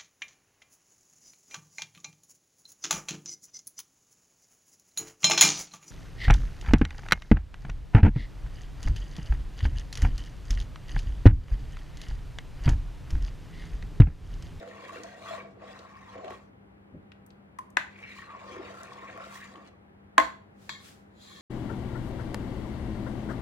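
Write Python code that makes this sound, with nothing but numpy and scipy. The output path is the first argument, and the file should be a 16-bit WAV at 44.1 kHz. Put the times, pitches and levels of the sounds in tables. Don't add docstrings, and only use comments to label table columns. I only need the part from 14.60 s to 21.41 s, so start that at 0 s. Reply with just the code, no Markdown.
import sys
import numpy as np
from scipy import signal
from scipy.fft import rfft, irfft, next_fast_len
from scipy.io import wavfile
from scipy.ndimage import uniform_filter1d

SR = 44100
rng = np.random.default_rng(int(sys.argv[2]) if len(sys.argv) > 2 else 0)


def unload_wav(signal):
    wavfile.write(
        sys.argv[1],
        SR,
        np.round(np.clip(np.atleast_2d(signal).T, -1, 1) * 32767).astype(np.int16),
    )


N = 300321
TOP_HZ = 16000

# time in seconds, level in dB, extra dB for the low tones,
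# the low and the upper pitch in Hz that the ladle excites most, extra dB for the treble.
STIRRING = [
    [(0.0, -43, -0.5, 604, 1770, -30), (0.078, -49, -0.5, 540, 1020, -24.5),
     (0.164, -48.5, -6, 600, 950, -26.5), (0.38, -43, -1.5, 446, 1330, -23),
     (0.518, -50.5, -3, 675, 1710, -25), (0.624, -48.5, -3, 583, 1190, -22.5),
     (0.728, -38.5, -6.5, 590, 1250, -24.5), (0.946, -61.5, 1, 415, 1270, -39),
     (1.036, -47, -2.5, 616, 1150, -36), (1.084, -47, -5, 650, 1610, -28.5),
     (1.38, -56, -9.5, 443, 1030, -22.5), (1.545, -49.5, -6.5, 517, 1040, -27),
     (1.56, -45, 0, 490, 1110, -56), (1.688, -45, -1.5, 625, 1120, -36), (1.724, -43.5, -1, 426, 1170, -27),
     (1.782, -57, -3, 560, 1150, -16.5), (1.9, -71, 3, 375, 1180, -30)],
    [(3.3, -60, -21, 518, 2400, -27.5), (3.408, -52, -8, 580, 2350, -21.5),
     (3.47, -48.5, -13, 559, 2310, -25.5), (3.582, -48, -38, 439, 2000, -18.5),
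     (3.664, -52, -15, 540, 1310, -23), (3.778, -48.5, -3, 610, 1020, -29),
     (3.98, -42.5, -1, 410, 1200, -36.5), (4.22, -49, -5.5, 570, 1480, -16),
     (4.356, -50, -2, 467, 1060, -27), (4.598, -45.5, -4.5, 604, 1230, -29),
     (4.76, -47, -13.5, 544, 1630, -8), (4.876, -51, -19, 577, 1740, -23),
     (4.922, -51, -1.5, 504, 1050, -26), (5.082, -55, -3, 452, 1350, -27),
     (5.15, -73, -4, 401, 1145, -63.5)],
]
def stirring():
    (level_db, low_db, low_hz, upper_hz, treble_db), active = curves(STIRRING)
    catches = amp(2.5 * np.array([wobble(40) for _ in range(4)]))
    *pushes, rubbing = amp(level_db) * active * catches
    return pot(pushes, low_db, low_hz, upper_hz) + scrape_hiss(rubbing, treble_db)


# pitch in Hz, seconds to fade by 60 dB, group (0 low,
# 1 middle, 2 high), then level in dB when scraped, struck on the bottom and struck on the rim.
POT_TONES = [(282.5, 0.069, 0, 1, -28.5, -8.5), (308.8, 0.13, 0, 6.5, -10, -6),
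             (382, 0.079, 0, 0.5, -23.5, -15), (484, 0.24, 0, 1.5, -31.5, -41.5),
             (526.6, 0.2, 0, -2, -32.5, -9), (581, 0.44, 0, -6.5, -15, -27), (658, 0.22, 0, 6, -39, 5.5),
             (736.4, 0.24, 0, 3.5, -31, -30.5), (895, 0.16, 1, -3, -17, -4), (1024, 0.14, 1, -8, 0.5, -1.5),
             (1066.4, 0.076, 1, -1.5, -23.5, 16), (1119, 0.091, 1, 1, -15, -34.5),
             (1197, 0.18, 1, -9, -1.5, -13), (1360, 0.061, 1, -3, 3.5, -17.5),
             (1530, 0.13, 2, -8.5, 6.5, -7), (1634, 0.1, 2, -2, -8.5, -8), (1850, 0.08, 2, 3.5, -17.5, 2),
             (2030, 0.079, 2, -1, 12, 1), (2170, 0.13, 2, -9.5, -2, -21), (2332, 0.033, 2, 3, -10, -20.5),
             (2704, 0.076, 2, -5, -11.5, -23)]
GROUP_DB = [-5, -5, -8.5]
def pot(pushes, low_db, low_hz, upper_hz):
    out = np.zeros((2, N))
    end = round((STIRRING[-1][-1][0] + .25) * SR)
    for hz, t60, group, scraped_db, bottom_db, rim_db in POT_TONES:
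        group = round(group)
        tone_db = scraped_db + GROUP_DB[group] + contact_db(hz, group, low_db, low_hz, upper_hz)
        pressure = amp(tone_db + 2.04 * wobble(7)) * pushes[group]
        scrape = steady(.6 * t60) * pressure[:end] * friction(rough_db=5.5, rate=140, size=end)
        phase = -rng.uniform(.5, 1.8) * min(hz / 700, 1)
        out[:, :end] += ring(bumps(hz, end), hz, .5 * t60, phase)
        out[:, :end] += ring(scrape, hz, .44 * t60, phase, drift_hz=.01 * hz * wobble(4, end))
        out += blows(hz, t60, bottom_db, rim_db)
    return signal.sosfilt(signal.butter(4, [250, 3500], "band", fs=SR, output="sos"), out)


def contact_db(hz, group, low_db, low_hz, upper_hz):
    if group == 0:
        return low_db - 24 * np.abs(np.log(hz / low_hz))
    upper_db = 10 * np.log10(np.clip(1 - amp(2 * low_db), .08, 1))
    off_octave = np.abs(np.log(hz / (2.015 * upper_hz))) + .15
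    away = np.minimum(np.abs(np.log(hz / upper_hz)), off_octave)
    return upper_db + 5 * np.exp(-(away / .099) ** 2) - 14.5 * away


# start in seconds, level in dB, pitch in Hz that rings most.
BUMPS = [(0.028, -30, 682), (0.076, -29.5, 473), (0.11, -34, 1884), (0.293, -24, 1100), (0.357, -23.5, 471),
         (0.399, -36, 480), (0.72, -31, 652), (1.554, -35, 520), (1.644, -28.5, 386), (1.676, -35, 661),
         (1.705, -22, 391), (2.987, -20, 1041), (3.589, -34, 1860), (3.839, -37, 1070), (3.964, -28, 384.4),
         (4.1, -39.5, 657), (4.575, -24, 639)]
def bumps(hz, size, contact_s=.0051):
    contact = np.hanning(round(contact_s * SR) + 3)
    push = contact / contact.sum() * np.exp(2j * np.pi * hz * np.arange(len(contact)) / SR)
    force = np.zeros(size, complex)
    for start, db, main_hz in BUMPS:
        force[round(start * SR):][:len(push)] = push * amp(db - 510 * abs(np.log(hz / main_hz)))
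    return force


# start in seconds, pot level in dB, place (0 bottom, 1 rim),
# handle level in dB, click level in dB, how many dB louder the left side is.
BLOWS = [(3.1698, -26, 0.068, -49, -1, 3.5), (5.580, -22, 0.92, -40, 2.5, -1.5),
         (5.599, -27.5, 0.8, -55.5, -12.5, 6), (6.093, -63.5, 1, -40.5, -19.5, 4)]
def blows(hz, t60, bottom_db, rim_db):
    out = np.zeros((2, N))
    t = np.arange(SR // 2) / SR
    shape = (1 + amp(-.5 - 60 * t / .03)) * (1 - np.exp(-t / .0009))
    for start, db, place, _, _, left_db in BLOWS:
        first = round(start * SR)
        size = min(len(t), N - first)
        force = np.zeros(size)
        force[0] = amp(db + bottom_db + place * (rim_db - bottom_db))
        damped_t60 = (.28 + .6 * place) * t60
        phase = np.sign(left_db) * rng.uniform(.8, 1.9) * min(hz / 900, 1)
        tone = ring(force, hz, damped_t60, phase, drift_hz=.0062 * hz * wobble(38, size))
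        out[:, first:first + size] += tone * shape[:size] * pan(left_db)
    return out


# frequency in Hz, level in dB.
GRITTY_HISS = [(1470, -55), (2500, -5.5), (4000, -8.5), (7110, -14.5), (8500, -26), (11000, -34),
               (18700, -120)]
BRIGHT_HISS = [(6500, 4.5), (8000, 7.5), (11000, 1), (15000, -1)]
def scrape_hiss(rubbing, treble_db):
    def ladle_gain(f):
        peaks = sum(amp(4 + db) / (1 + ((f - hz) / 45) ** 2) for hz, _, db in HANDLE_TONES)
        return amp(along(GRITTY_HISS, f)) * (1 + peaks)

    hiss = np.array([friction(rough_db=3.5, rate=350), friction(rough_db=3, rate=67)])
    gritty_db = -13 + .3 * (treble_db + 21)
    gritty = amp(gritty_db) * patchy(filtered(hiss, ladle_gain), depth_db=5)
    bright = amp(treble_db) * patchy(coloured(hiss, BRIGHT_HISS), depth_db=1.5)
    return rubbing * (gritty + bright)


# pitch in Hz, seconds to fade by 60 dB, level in dB.
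HANDLE_TONES = [(1110, 0.07, 1.5), (1770, 0.06, 0.5), (2190, 0.05, -3.5), (3337, 0.088, 1.5),
                (3760, 0.034, 0.5), (4135, 0.053, 0), (4450, 0.068, -7), (4792, .06, -7),
                (5767, 0.051, -10), (6910, 0.047, -4.5), (7420, 0.026, -11)]
# start and length in seconds, ringing level in dB, rustle level in dB.
SLIDES = [(6.021, 0.077, -78.5, -63.5), (6.251, .04, -84, -54), (6.624, 0.54, -56, -61)]
# frequency in Hz, level in dB.
RUSTLE = [(710, -46.5), (1200, -2), (1750, -3), (7330, -8), (14700, -18.5)]
def handle(rattle_t60=.33, low_delay_s=.07):
    slides = np.array([swell(start, length, rise=274, fall=165) for start, length, _, _ in SLIDES])
    rasp, rustle = amp(np.transpose(SLIDES)[2:]) @ slides
    late_rasp = np.pad(rasp, (round(low_delay_s * SR), 0))[:N]
    hits = [(round(start * SR), db) for start, _, _, db, _, _ in BLOWS]
    rattle = np.zeros(N)
    for at, hit_db in hits:
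        rattle[at:] += amp(hit_db - 1.5 - 60 * np.arange(N - at) / SR / rattle_t60)
    out = rustle * unit(coloured(rng.standard_normal((2, N)), RUSTLE))
    first = hits[0][0]
    size, tap = N - first, np.array([.25, .5, .25])
    for hz, t60, db in HANDLE_TONES:
        shaking = (rattle + (late_rasp if hz < 2500 else rasp))[first:]
        for detune in (.985, 1, 1.025):
            pressure = amp(db - 11 + 2.9 * wobble(25, size)) * shaking
            force = steady(t60) * pressure * friction(rough_db=5.5, rate=430, size=size)
            for at, hit_db in hits:
                force[at - first:][:3] += amp(db + hit_db + rng.normal(0, 2.2)) * tap
            phase = rng.choice([-1, 1]) * rng.uniform(1, 1.7)
            out[:, first:] += ring(force, detune * hz, t60, phase, drift_hz=.006 * hz * wobble(30, size))
    return filtered(out, lambda hz: 1 / (1 + (800 / (hz + 1)) ** 4))


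# frequency in Hz, level in dB.
CLICK = [(200, -51), (400, -26), (900, 3), (1850, 8), (2850, -4), (5000, -15), (7000, -14), (10400, -23.5),
         (15000, -26.5), (16300, -59)]
def clicks():
    out = np.zeros((2, N))
    for start, _, place, _, db, left_db in BLOWS:
        cushion = np.clip(.53 * (1 - place), 0, .9)
        click = signal.lfilter([1 - cushion], [1, -cushion], puff(db, t60=.014))
        add(out, start, click * pan(left_db))
    for start, db, _ in BUMPS:
        add(out, start, puff(db - 9.5, t60=.021))
    return coloured(out, CLICK)


# start in seconds, level in dB, rough pitch in Hz.
TICKS = [(0.434, -31.5, 5870), (1.19, -37.5, 4560), (1.353, -38.5, 2400), (1.579, -37, 2500),
         (1.645, -35, 2900), (1.68, -33, 2700), (1.707, -36, 2700), (2.518, -33.5, 2840),
         (2.663, -50, 11580), (2.704, -45, 4130), (2.987, -40.5, 9600), (3.102, -52.5, 9500),
         (4.232, -39, 7800), (4.332, -40, 4800), (4.956, -35, 2490), (5.074, -51, 5900)]
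def ticks():
    out = np.zeros((2, N))
    for start, db, hz in TICKS:
        band = signal.butter(2, [.58 * hz, min(1.2 * hz, TOP_HZ)], "band", fs=SR)
        add(out, start, signal.lfilter(*band, puff(db, t60=.026)))
    return out


def sauce_plop():
    spectrum = [(30, -27), (60, -6), (250, -8), (600, -21), (1000, -86)]
    lumps = unit(coloured(friction(rough_db=2, rate=25), spectrum))
    return amp(-45) * swell(start=2.35, length=0, rise=430, fall=180) * lumps


def table_thud(hz=62, t60=.23):
    t = np.maximum(np.arange(N) / SR - BLOWS[1][0] - .025, 0)
    return amp(-39.5 - 60 * t / t60) * np.sin(2 * np.pi * hz * t) * (1 - np.exp(-t / .021))


# frequency in Hz, seconds to fade by 60 dB.
ECHO_TIMES = [(200, 0.48), (1000, 0.36), (4000, 0.34), (12000, 0.28)]
def kitchen_echo(x):
    hz, t, noise = signal.stft(rng.standard_normal((2, SR // 2)), SR, nperseg=256)
    fade = amp(-60 * t / along(ECHO_TIMES, hz)[:, None])
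    tail = signal.istft(noise * fade, SR, nperseg=256)[1]
    delayed = np.pad(x, ((0, 0), (250, 0)))
    return signal.fftconvolve(delayed, tail / np.linalg.norm(tail[0]), axes=1)[:, :N]


# frequency in Hz, level in dB.
FAN_RUSH = [(12, -54), (25, -38), (60, -10), (100, -9), (370, -12.5), (1000, -20.5), (2000, -26),
            (3500, -39), (6000, -52), (16000, -49.5)]
# frequency in Hz, how alike left and right are (1 the same, -1 opposite).
FAN_LIKENESS = [(60, 0.99), (180, 0.76), (550, -0.3), (15000, -0.94)]
def fan():
    def gains(hz):
        angle = np.arccos(np.clip(along(FAN_LIKENESS, hz), -1, 1)) / 2
        return amp(along(FAN_RUSH, hz)) * [np.cos(angle), np.sin(angle)]

    shared, opposite = filtered(rng.standard_normal((2, N)), gains)
    return amp(-56.5) * unit(np.array([shared + opposite, shared - opposite]))


# pitch in Hz, width of the noise around it in Hz, level in dB.
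FRIDGE_TONES = [(63.3, 8, -77), (99.2, 7, -66.5), (198.9, 13, -60), (804, 10, -76.5)]
def fridge():
    out = np.zeros(N)
    for hz, width, db in FRIDGE_TONES:
        noise = unit(filtered(rng.standard_normal(N), lambda f: 1 / (1 + ((f - hz) / width) ** 2)))
        tone = np.sin(2 * np.pi * hz * np.arange(N) / SR + .16 * wobble(.37))
        out += amp(db) * (.46 * noise + 1.33 * tone)
    return out


def ring(force, hz, t60, phase, drift_hz=None):
    tone = signal.lfilter([1], [1, -amp(-60 / (t60 * SR)) * np.exp(2j * np.pi * hz / SR)], force)
    if drift_hz is not None:
        tone = tone * np.exp(2j * np.pi * np.cumsum(drift_hz) / SR)
    return np.imag([tone * np.exp(.5j * phase), tone * np.exp(-.5j * phase)])


def steady(t60):
    return np.sqrt(2 * (1 - amp(-120 / (t60 * SR))))


def friction(rough_db, rate, size=N):
    return unit(rng.standard_normal(size) * amp(rough_db * wobble(rate, size)))


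def puff(db, t60, rise_s=.00036):
    t = np.arange(SR // 20) / SR
    fade = amp(-60 * t / t60) * (1 - np.exp(-t / rise_s))
    noise = fade * rng.standard_normal((2, len(fade)))
    return amp(db) * noise * np.linalg.norm(fade) / np.linalg.norm(noise, axis=1, keepdims=True)


def patchy(x, depth_db):
    spectra = signal.stft(x, nperseg=512)[2]
    patches = uniform_filter1d(rng.standard_normal(spectra.shape[1:]), size=3, axis=0)
    patches = unit(uniform_filter1d(patches, size=8, axis=1))
    return unit(signal.istft(spectra * amp(depth_db * patches), nperseg=512)[1][:, :N])


def curves(spells):
    t = np.arange(N) / SR
    times, *columns = np.transpose(np.vstack(spells))
    active = np.any([(t >= rows[0][0]) & (t <= rows[-1][0]) for rows in spells], axis=0)
    return [np.interp(t, times, column) for column in columns], active


def swell(start, length, rise, fall):
    t = np.arange(N) / SR
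    return amp(-rise * np.maximum(start - t, 0) - fall * np.maximum(t - start - length, 0))


def wobble(rate, size=N):
    knots = rng.standard_normal(int(size * rate / SR) + 2)
    return np.interp(np.arange(size) * rate / SR, np.arange(len(knots)), knots)


def filtered(x, gain):
    size = next_fast_len(N + SR // 4)
    return irfft(rfft(x, size) * gain(np.fft.rfftfreq(size, 1 / SR)), size)[..., :N]


def coloured(x, spectrum):
    return filtered(x, lambda hz: amp(along(spectrum, hz)))


def along(points, hz):
    freqs, values = np.transpose(points)
    return np.interp(np.log(hz + 1), np.log(freqs + 1), values)


def amp(db):
    return 10 ** (np.asarray(db) / 20)


def unit(x):
    return x / np.sqrt(np.mean(x ** 2) + 1e-20)


def pan(left_db):
    return amp([[left_db / 2], [-left_db / 2]])


def add(out, start, sound):
    out[:, round(start * SR):][:, :sound.shape[1]] += sound


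def scene():
    near = stirring() + handle() + clicks() + ticks() + sauce_plop() + table_thud()
    return near * pan(1.4) + amp(-10.5) * kitchen_echo(near) + (fan() + fridge()) * pan(1.6)


def record(dry):
    return filtered(dry, lambda hz: hz < TOP_HZ)


dry = scene()
out = record(dry)
unload_wav(out)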